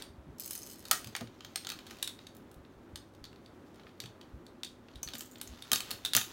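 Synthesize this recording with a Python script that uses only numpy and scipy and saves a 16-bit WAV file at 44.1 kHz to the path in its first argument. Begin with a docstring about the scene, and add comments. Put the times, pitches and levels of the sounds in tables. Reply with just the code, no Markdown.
"""A plastic rattle, waved and banged on other toys as two babies play on a bed in a small room.
Each impact excites damped modes: shells knock, hollow beads clack on their ring, small pellets tick.
Runs of tiny collisions make the pellets trickle and the sliding ring chatter. Beneath them limbs and
toys thud on the mattress, friction rustles the sheet, and the room hums low and reverberates briefly."""
import sys
import numpy as np
from scipy import signal
from scipy.fft import rfft, irfft
from scipy.io import wavfile

SR = 44100
rng = np.random.default_rng(int(sys.argv[2]) if len(sys.argv) > 2 else 0)


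def unload_audio(sound):
    """Save the sound as a 16-bit wav file, at the path given as the first command line argument."""
    columns = np.transpose(np.atleast_2d(sound))
    # keep every value between -1 and 1, then stretch to whole-number steps
    steps = np.round(np.clip(columns, -1, 1) * 32767)
    wavfile.write(sys.argv[1], SR, steps.astype(np.int16))


N = 278712
TIME = np.arange(N) / SR
RING_TIME = TIME[:4096]
TOP_HZ = 15900


def undb(db):
    """Amplitude ratio of a level in decibels."""
    return 10 ** (np.asarray(db) / 20)


def unit(x):
    """Normalisation to rms 1."""
    return x / np.sqrt(np.mean(x ** 2) + 1e-20)


def band(x, lo_hz, hi_hz, order=2):
    """Causal band-pass filter."""
    sos = signal.butter(order, [lo_hz, min(hi_hz, SR / 2 - 1)], "band", fs=SR, output="sos")
    return signal.sosfilt(sos, x)


def tint(x, hz, db):
    """Spectral shaping by a gain curve interpolated over log frequency."""
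    bins = np.maximum(np.fft.rfftfreq(len(x), 1 / SR), 1)
    return irfft(rfft(x) * undb(np.interp(np.log(bins), np.log(hz), db)), len(x))


def fade(t, t60):
    """Exponential decay: 60 dB in t60 seconds."""
    return np.exp(-np.log(1000) * t / max(t60, 1 / SR))


def gain_curve(rows):
    """Amplitude envelope through (t/s, level/dB) points, zero outside them."""
    s, db = np.transpose(rows)
    return undb(np.interp(TIME, s, db)) * (TIME >= s[0]) * (TIME <= s[-1])


def walk(rate):
    """Random modulation: Gaussian values, rate per second, joined linearly."""
    steps = rng.standard_normal(1024)
    return np.interp(TIME * rate, np.arange(len(steps)), steps)


def add(track, s, sound):
    """Superposition of a sound on the track at time s."""
    start = int(max(s, 0) * SR)
    part = sound[:max(N - start, 0)]
    track[start:start + len(part)] += part


# Spectrum of the room's noise: f/Hz, relative level/dB
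AIR_SPECTRUM = [(15, -35), (25, 1), (76, -4.5), (134, -4.5), (249, -1), (354, 0), (489, -8.5), (545, -6),
                (677, -11.5), (1330, -15), (2760, -27.5), (3820, -30.5), (5000, -36), (14800, -42.5),
                (16000, -41)]
# Hum tones: f/Hz, level/dB
HUM_TONES = [(100, -69.5), (243, -66.5)]
def room_tone(air_db=-56.36):
    """Ambient noise: a continuous spectrum plus hum tones modulated in level and phase."""
    air = tint(rng.standard_normal(N), *np.transpose(AIR_SPECTRUM))
    air = unit(band(air, 48, SR / 2, order=3))
    hum = np.zeros(N)
    for hz, db in HUM_TONES:
        amplitude = np.sqrt(2) * undb(db + 2.7 * walk(3.9))
        hum += amplitude * np.sin(2 * np.pi * hz * TIME + 2.5 * walk(9))
    return air * undb(air_db + 0.78 * walk(6.2)) + hum


def bedroom(x, echo_s=0.016, echo_db=-14, tail_db=-6, tail_t60=0.27):
    """Reverberation: direct sound, a near wall's reflection and a diffuse tail, new for each spot."""
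    t = TIME[:SR // 3]
    build_up = 1 - np.exp(-(t / 0.0052) ** 2)
    tail = rng.standard_normal(len(t)) * fade(t, tail_t60) * build_up
    echo = rng.standard_normal(len(t)) * fade(np.abs(t - echo_s), 0.017) * (t >= echo_s)
    # the bedding absorbs treble and some of the body
    tail = tint(tail / np.linalg.norm(tail), [1600, 3000, 4500, 15000], [-1.5, 0, 0, -3])
    response = undb(tail_db) * tail + undb(echo_db) * echo / np.linalg.norm(echo)
    response[0] += 1
    return signal.fftconvolve(x, response)


# Toys and sleeves brushing the sheet: t/s, level/dB
BRUSH_ENVELOPE = [(0, -51), (.11, -79), (.45, -76), (1.0, -59.5), (1.3, -70.5), (1.5, -65.5), (1.95, -59.5),
                  (2.25, -67.5), (2.65, -77.5), (3.6, -73), (3.92, -71), (4.3, -77.5), (4.9, -75),
                  (5.16, -59), (5.3, -67), (5.94, -52), (6.03, -61.5), (6.32, -55)]
def sheet(gain_db=-0.5, grain_db=5, flicker_db=2):
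    """Stick-slip friction: fibres catch and release in dense, faint grains of noise."""
    catches = np.minimum(rng.exponential(size=N // 32 + 1), 3)
    grains = undb(grain_db * np.repeat(catches, 32)[:N]) * rng.standard_normal(N)
    rub = tint(grains, hz=[300, 1200, 2400, 3600, 4800, 6500, 9000, 15000],
               db=[-0.5, 0.5, -1.5, 0.5, -4.5, -5, -15.5, -14])
    return unit(rub) * gain_curve(BRUSH_ENVELOPE) * undb(gain_db + flicker_db * walk(25))


# Limbs bumping the mattress: t/s, level/dB, f/Hz
LIMB_BUMPS = [(0.089, -45.5, 75), (.178, -44.5, 65), (0.266, -45.5, 143.5), (.282, -44.5, 64),
              (2.565, -41, 66.6), (2.765, -47, 52), (2.925, -45, 67.5), (3.211, -47, 56), (4.33, -40, 58.5),
              (4.345, -49.5, 150), (4.946, -43, 59), (5.059, -44, 63.4), (5.492, -40, 64.4)]
# Toys landing on the bed: t/s, padding level/dB, toy level/dB
TOY_LANDINGS = [(1.052, -41.5, -66), (1.209, -40.5, -30), (1.91, -58, -46), (4.032, -42.5, -48),
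                (5.138, -54, -39.5), (5.718, -46, -30), (5.914, -50, -41.5), (6.15, -38.5, -30)]
# Low modes of a landing toy: f/Hz, relative level/dB, T60/s
TOY_MODES = [(233.3, -6.5, 0.17), (464, -4, 0.048), (667, -4, 0.057)]
def mattress(limb_t60=0.19, padding_hz=116, padding_t60=0.26):
    """Damped oscillation: soft impacts give low thuds, and a landing toy adds its own modes."""
    limbs = [(s, db, hz, limb_t60) for s, db, hz in LIMB_BUMPS]
    dents = [(s, db, padding_hz, padding_t60) for s, db, _ in TOY_LANDINGS]
    toys = [(s, toy_db + db, hz, t60) for s, _, toy_db in TOY_LANDINGS for hz, db, t60 in TOY_MODES]
    out, t = np.zeros(N), TIME[:SR // 3]
    swell = 1 - np.exp(-t / 0.0071)
    for s, db, hz, t60 in limbs + dents + toys:
        noise = unit(band(rng.standard_normal(len(t)), hz / 2, hz * 2))
        thud = np.sin(2 * np.pi * hz * t) + 0.53 * noise
        add(out, s, undb(db) * swell * fade(t, t60) * thud)
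    return out


def contact(modes, crack_t60, crack_db, detune, scatter_db=2):
    """Modal ringing: main modes detuned by the grip, and a noise crack for the dense, fast-dying rest."""
    tones = np.zeros(len(RING_TIME))
    for (hz, db, t60), (size, shift, phase) in zip(modes, rng.standard_normal((len(modes), 3))):
        wave = np.sin(2 * np.pi * (hz * (1 + detune * shift) * RING_TIME + phase))
        tones += undb(db + scatter_db * size) * wave * fade(RING_TIME, t60)
    crack = undb(crack_db) * rng.standard_normal(len(RING_TIME)) * fade(RING_TIME, crack_t60)
    return tones + crack


def favour(modes, centre_hz, boost_db, octaves=0.15, grip_hz=2200):
    """Selective excitation: the contact point favours nearby frequencies; the hand restrains low ones."""
    lift_db = boost_db / (1 + (grip_hz / centre_hz) ** 4)
    return [(hz, db + lift_db * np.exp(-(np.log2(hz / centre_hz) / octaves) ** 2), t60)
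            for hz, db, t60 in modes]


def chatter(envelope, modes, rate_hz, uneven, size_db, crack_db, crack_t60, lowest_hz):
    """Random impact train: tiny contacts of uneven size at log-normal intervals."""
    out, s = np.zeros(N), envelope[0][0]
    for gap, size in rng.standard_normal((256, 2)):
        s += np.exp(uneven * gap) / rate_hz
        tick = undb(size_db * np.clip(size, -2, 2)) * contact(modes, crack_t60, crack_db, detune=0.011)
        if s < envelope[-1][0]:
            add(out, s, tick)
    out = band(out, lowest_hz, TOP_HZ)
    gain = gain_curve(envelope)
    return gain * out / np.std(out[gain > 0])


def blows(rows, body_db, crack_t60, hollow_hz=2730):
    """Body resonance: a blow favouring a low mode is hollow and longer, a high one thin and short."""
    shaped = []
    for s, db, treble_db, hz in rows:
        hollow_db = 12 / (1 + (hz / hollow_hz) ** 5.5)
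        t60 = crack_t60 * (4000 / hz) ** 0.35
        shaped.append((s, db, body_db + hollow_db, treble_db, t60, hz))
    return shaped


def rebound(rows, delay_s=0.0026, first_db=-0.5, second_db=-8.5, dulling_db=-4.5):
    """Inelastic rebound: light plastic bounces once, weaker and duller."""
    delays = delay_s * rng.uniform(0.6, 1.4, len(rows))
    first = [(s, db + first_db, *rest) for s, db, *rest in rows]
    second = [(s + delay, db + second_db, body_db, treble_db + dulling_db, t60, hz)
              for (s, db, body_db, treble_db, t60, hz), delay in zip(rows, delays)]
    return first + second


def strikes(rows, modes, crack_db, snap_db, snap_t60, detune, boost_db, bass_db, top_db):
    """Impulse excitation: blows snap and ring in the room; contact hardness sets body and treble."""
    out = np.zeros(N)
    attack, lead = SR // 250, 24  # samples
    bins = np.fft.rfftfreq(len(RING_TIME), 1 / SR)
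    bands = [(bins >= lo) & (bins < hi) for lo, hi in [(500, 2500), (2500, 6000), (6000, 16000)]]
    for s, db, body_db, treble_db, crack_t60, centre_hz in rows:
        snap = undb(snap_db) * rng.standard_normal(len(RING_TIME)) * fade(RING_TIME, snap_t60)
        ringing = contact(favour(modes, centre_hz, boost_db), crack_t60, crack_db, detune)
        sound = np.roll(ringing + snap, lead)
        # a blow's level is its energy spread over 4 ms
        power = 2 * np.abs(rfft(sound)) ** 2 / len(sound) / attack
        band_db = [10 * np.log10(power[inside].sum()) for inside in bands]
        body, middle, treble = db + np.array([body_db, 0, treble_db]) - band_db
        sound = tint(sound, hz=[150, 900, 1600, 4000, 9500, TOP_HZ],
                     db=[body - 20, body + bass_db, body, middle, treble, treble + top_db])
        add(out, s - lead / SR, bedroom(sound))
    return out


# The ring sliding along the handle: t/s, level/dB
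SLIDE_ENVELOPE = [(5.135, -70), (5.15, -51), (5.19, -48.5), (5.23, -58), (5.275, -63), (5.30, -56.5),
                  (5.33, -64), (5.37, -72), (5.40, -52)]
# Modes of the sliding ring: f/Hz, relative level/dB, T60/s
SLIDE_MODES = [(3500, -23, 0.019), (6200, -5, .018), (6910, 1, 0.019), (7570, 0, 0.014), (8750, -3, 0.014),
               (12500, 2, 0.011), (14800, 6, .008)]
def ring_slide():
    """Intermittent contact: the ring chatters as it slides along the handle."""
    return chatter(SLIDE_ENVELOPE, SLIDE_MODES, rate_hz=140, uneven=0.6, size_db=0.5,
                   crack_db=8, crack_t60=0.0024, lowest_hz=2520)


# Pellets moving in the swung rattle: t/s, level/dB
TRICKLE_ENVELOPE = [(.375, -67), (.395, -47), (.45, -50.5), (.52, -47.5), (.60, -52.5), (.70, -53),
                    (.80, -58), (.88, -54), (.91, -79)]
# Modes excited by pellets: f/Hz, relative level/dB, T60/s
PELLET_MODES = [(3025, -16.5, 0.08), (4134, -16, 0.049), (4530, -18.5, .05), (5140, -7.5, 0.031),
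                (6120, -7.5, 0.026), (6550, -4, 0.021), (7200, -9, 0.023), (8040, -2.5, 0.023),
                (9260, -7.5, .02), (10380, -2, 0.0093), (12640, 0.5, .012), (13900, -1, .01),
                (14900, -0.5, 0.0088)]
def pellet_trickle():
    """Granular flow: many small collisions merge into a trickle."""
    modes = favour(PELLET_MODES, centre_hz=4650, boost_db=4.5, octaves=0.3)
    return chatter(TRICKLE_ENVELOPE, modes, rate_hz=150, uneven=0.44, size_db=5,
                   crack_db=2.5, crack_t60=0.012, lowest_hz=2200)


# Single pellet impacts: t/s, mid-band level/dB, relative treble level/dB, favoured f/Hz
PELLET_HITS = [(.3981, -50, 15, 13800), (.4607, -55, 18.5, 15010), (.4788, -55, 11, 9800),
               (.5088, -44.5, 11, 11600), (.531, -54.5, 16, 12980), (.5775, -54, 13.5, 9500),
               (.6323, -54.5, 11.5, 6400), (1.072, -46, -1.5, 5730), (1.1638, -38.5, -1, 9100),
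               (5.0308, -42, 9.5, 6200), (5.414, -40.5, 3.5, 11640), (5.4747, -51, 3, 6970)]
def pellet_ticks():
    """Brief contact, broad spectrum: small hard pellets tick brightly against the shell."""
    hits = blows(PELLET_HITS, body_db=-9, crack_t60=0.048)
    return strikes(hits, PELLET_MODES, crack_db=5.5, snap_db=16, snap_t60=0.0017,
                   detune=0.029, boost_db=19.5, bass_db=4, top_db=-3)


# Bead against bead: t/s, mid-band level/dB, relative treble level/dB, favoured f/Hz
BEAD_HITS = [(.0222, -40, -4, 4530), (2.0272, -29.5, 1, 3884), (2.0754, -34.5, -2, 3870),
             (2.2687, -46.5, -6, 4200), (2.9579, -40.5, -2.5, 3100), (3.2413, -43.5, -10, 4260),
             (3.2525, -47.5, -11, 4340), (3.4608, -53.5, -13, 4390), (4.0025, -37.5, -3.5, 4680),
             (4.0586, -45, -10, 4470), (4.2129, -50, -11, 3115), (4.4657, -53, -6, 4450),
             (4.6336, -34, -8.5, 3750), (4.6475, -42.5, -2, 4370), (4.9573, -49, -7, 3700),
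             (5.1357, -38.5, -9, 3100), (5.6231, -43, -4, 3726), (6.0499, -27.5, -3.5, 4020),
             (6.0594, -32, -5, 3830), (6.1347, -26, -2.5, 3570)]
# Modes of a hollow bead: f/Hz, relative level/dB, T60/s
BEAD_MODES = [(3046, -18, 0.045), (3420, 0.5, 0.012), (3820, -17, 0.022), (3715, 3, 0.014),
              (4454, -2, 0.013), (6000, -2, 0.0057), (6200, -16, 0.01), (9500, -12, 0.015)]
def bead_clacks():
    """Free vibration after impact: hollow beads meet on their ring, rebound and clack."""
    hits = rebound(blows(BEAD_HITS, body_db=-13, crack_t60=0.018))
    return strikes(hits, BEAD_MODES, crack_db=7, snap_db=3.5, snap_t60=0.0037,
                   detune=0.017, boost_db=9.5, bass_db=-4, top_db=-8.5)


# Toys jostling under a hand: start t/s, end t/s, mid-band level/dB, relative treble level/dB
JOSTLE_SPANS = [(1.253, 1.3, -51, -17), (1.832, 2.0, -52.5, -6), (2.329, 2.41, -66, 10),
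                (2.491, 2.57, -63.5, 5.5), (2.618, 2.68, -59, -25), (3.104, 3.17, -66.5, -5.5),
                (3.322, 3.39, -60.5, -15), (3.721, 3.77, -60.5, -6), (3.791, 3.9, -57.5, -20.5),
                (4.007, 4.05, -48, -13), (4.858, 5.0, -58.5, -24), (5.341, 5.42, -51.5, -25),
                (5.61, 5.68, -58, -20)]
def jostles(gap_s=0.036, scatter_db=2.5, centre_hz=2950, octaves=0.39):
    """Random excitation: rows of light knocks at uneven moments, each on another spot of a shell."""
    rows = []
    for start, end, db, treble_db in JOSTLE_SPANS:
        for k, (late, size, spot) in enumerate(np.clip(rng.standard_normal((16, 3)), -2, 2)):
            s = start + gap_s * (k + 0.5 + 0.5 * np.tanh(late))
            if s < end:
                rows.append((s, db + scatter_db * size, treble_db, centre_hz * 2 ** (octaves * spot)))
    return rows


# Shell against shell: t/s, mid-band level/dB, relative treble level/dB, favoured f/Hz
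SHELL_HITS = [(.8542, -45, -7, 4140), (.912, -22.5, 3, 1608), (1.0447, -44, -2, 3500),
              (1.1514, -34, -11, 1700), (1.2096, -45, -6.5, 1350), (1.4067, -45, -18, 2905),
              (1.4479, -42.5, -10, 2980), (1.5584, -29.5, -4, 8400), (1.6482, -40.5, -13, 3870),
              (1.6698, -35, -9, 3440), (1.6909, -38, -5, 3580), (1.701, -34.5, -7, 4750),
              (1.7189, -39.5, -7, 2630), (1.7897, -46.5, -11, 2687), (1.9099, -48.5, -3.5, 1360),
              (2.1902, -48.5, -23, 3610), (3.7968, -55.5, -28, 1330), (3.8683, -53.5, -38, 1970),
              (5.0754, -38.5, -19, 4450), (5.0872, -39.5, -11, 3500), (5.153, -41, -9, 2900),
              (5.2077, -43, 2.5, 3220), (5.7171, -24.5, 0, 3230), (5.7314, -30.5, 10, 4430),
              (5.7332, -23, -11, 3750), (5.7588, -28, -5.5, 6310), (5.8051, -35, -4, 3220),
              (5.9072, -38, -0.5, 3980), (5.9125, -33, -2.5, 4860), (6.1503, -22, -0.5, 2930),
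              (6.1597, -29, -14, 6200), (6.1656, -30.5, 14, 6450), (6.1696, -25.5, -6, 3000),
              (6.1757, -30, -16, 1980), (6.2132, -32.5, -6, 3540)]
# Modes of a plastic shell: f/Hz, relative level/dB, T60/s
SHELL_MODES = [(767, -1.5, 0.027), (1253, -5, 0.074), (1440, -4, 0.041), (1653, 1, 0.015),
               (1857, -3.5, 0.021), (2528, -1.5, 0.011), (2850, -7.5, 0.014), (3173, -5.5, 0.018),
               (3746, -5.5, 0.02), (4420, 1, 0.012), (5250, -2, 0.0125), (6290, 0, 0.0089),
               (6960, 0.5, 0.013), (8430, -6, 0.027), (10320, -4.5, 0.011), (13900, -10.5, 0.011),
               (14900, -28, 0.0115)]
def shell_knocks():
    """Shell vibration: the rattle and the toys it strikes ring in quickly damped modes."""
    hits = rebound(blows(SHELL_HITS + jostles(), body_db=-11, crack_t60=0.018))
    return strikes(hits, SHELL_MODES, crack_db=9, snap_db=12.5, snap_t60=0.0084,
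                   detune=0.0225, boost_db=15, bass_db=-2, top_db=-0.5)


def scene():
    """Linear superposition: the toys sound over the bed's rustle and thuds and the room's hum."""
    impacts = shell_knocks() + bead_clacks() + pellet_ticks()
    handling = bedroom(pellet_trickle() + ring_slide() + sheet())[:N]
    return (impacts + handling + mattress() + room_tone())[None]


def record(dry):
    """Band limiting: a steep elliptic low-pass removes the highest treble."""
    return signal.sosfilt(signal.ellip(10, 0.1, 75, TOP_HZ, fs=SR, output="sos"), dry)


dry = scene()
out = record(dry)
unload_audio(out)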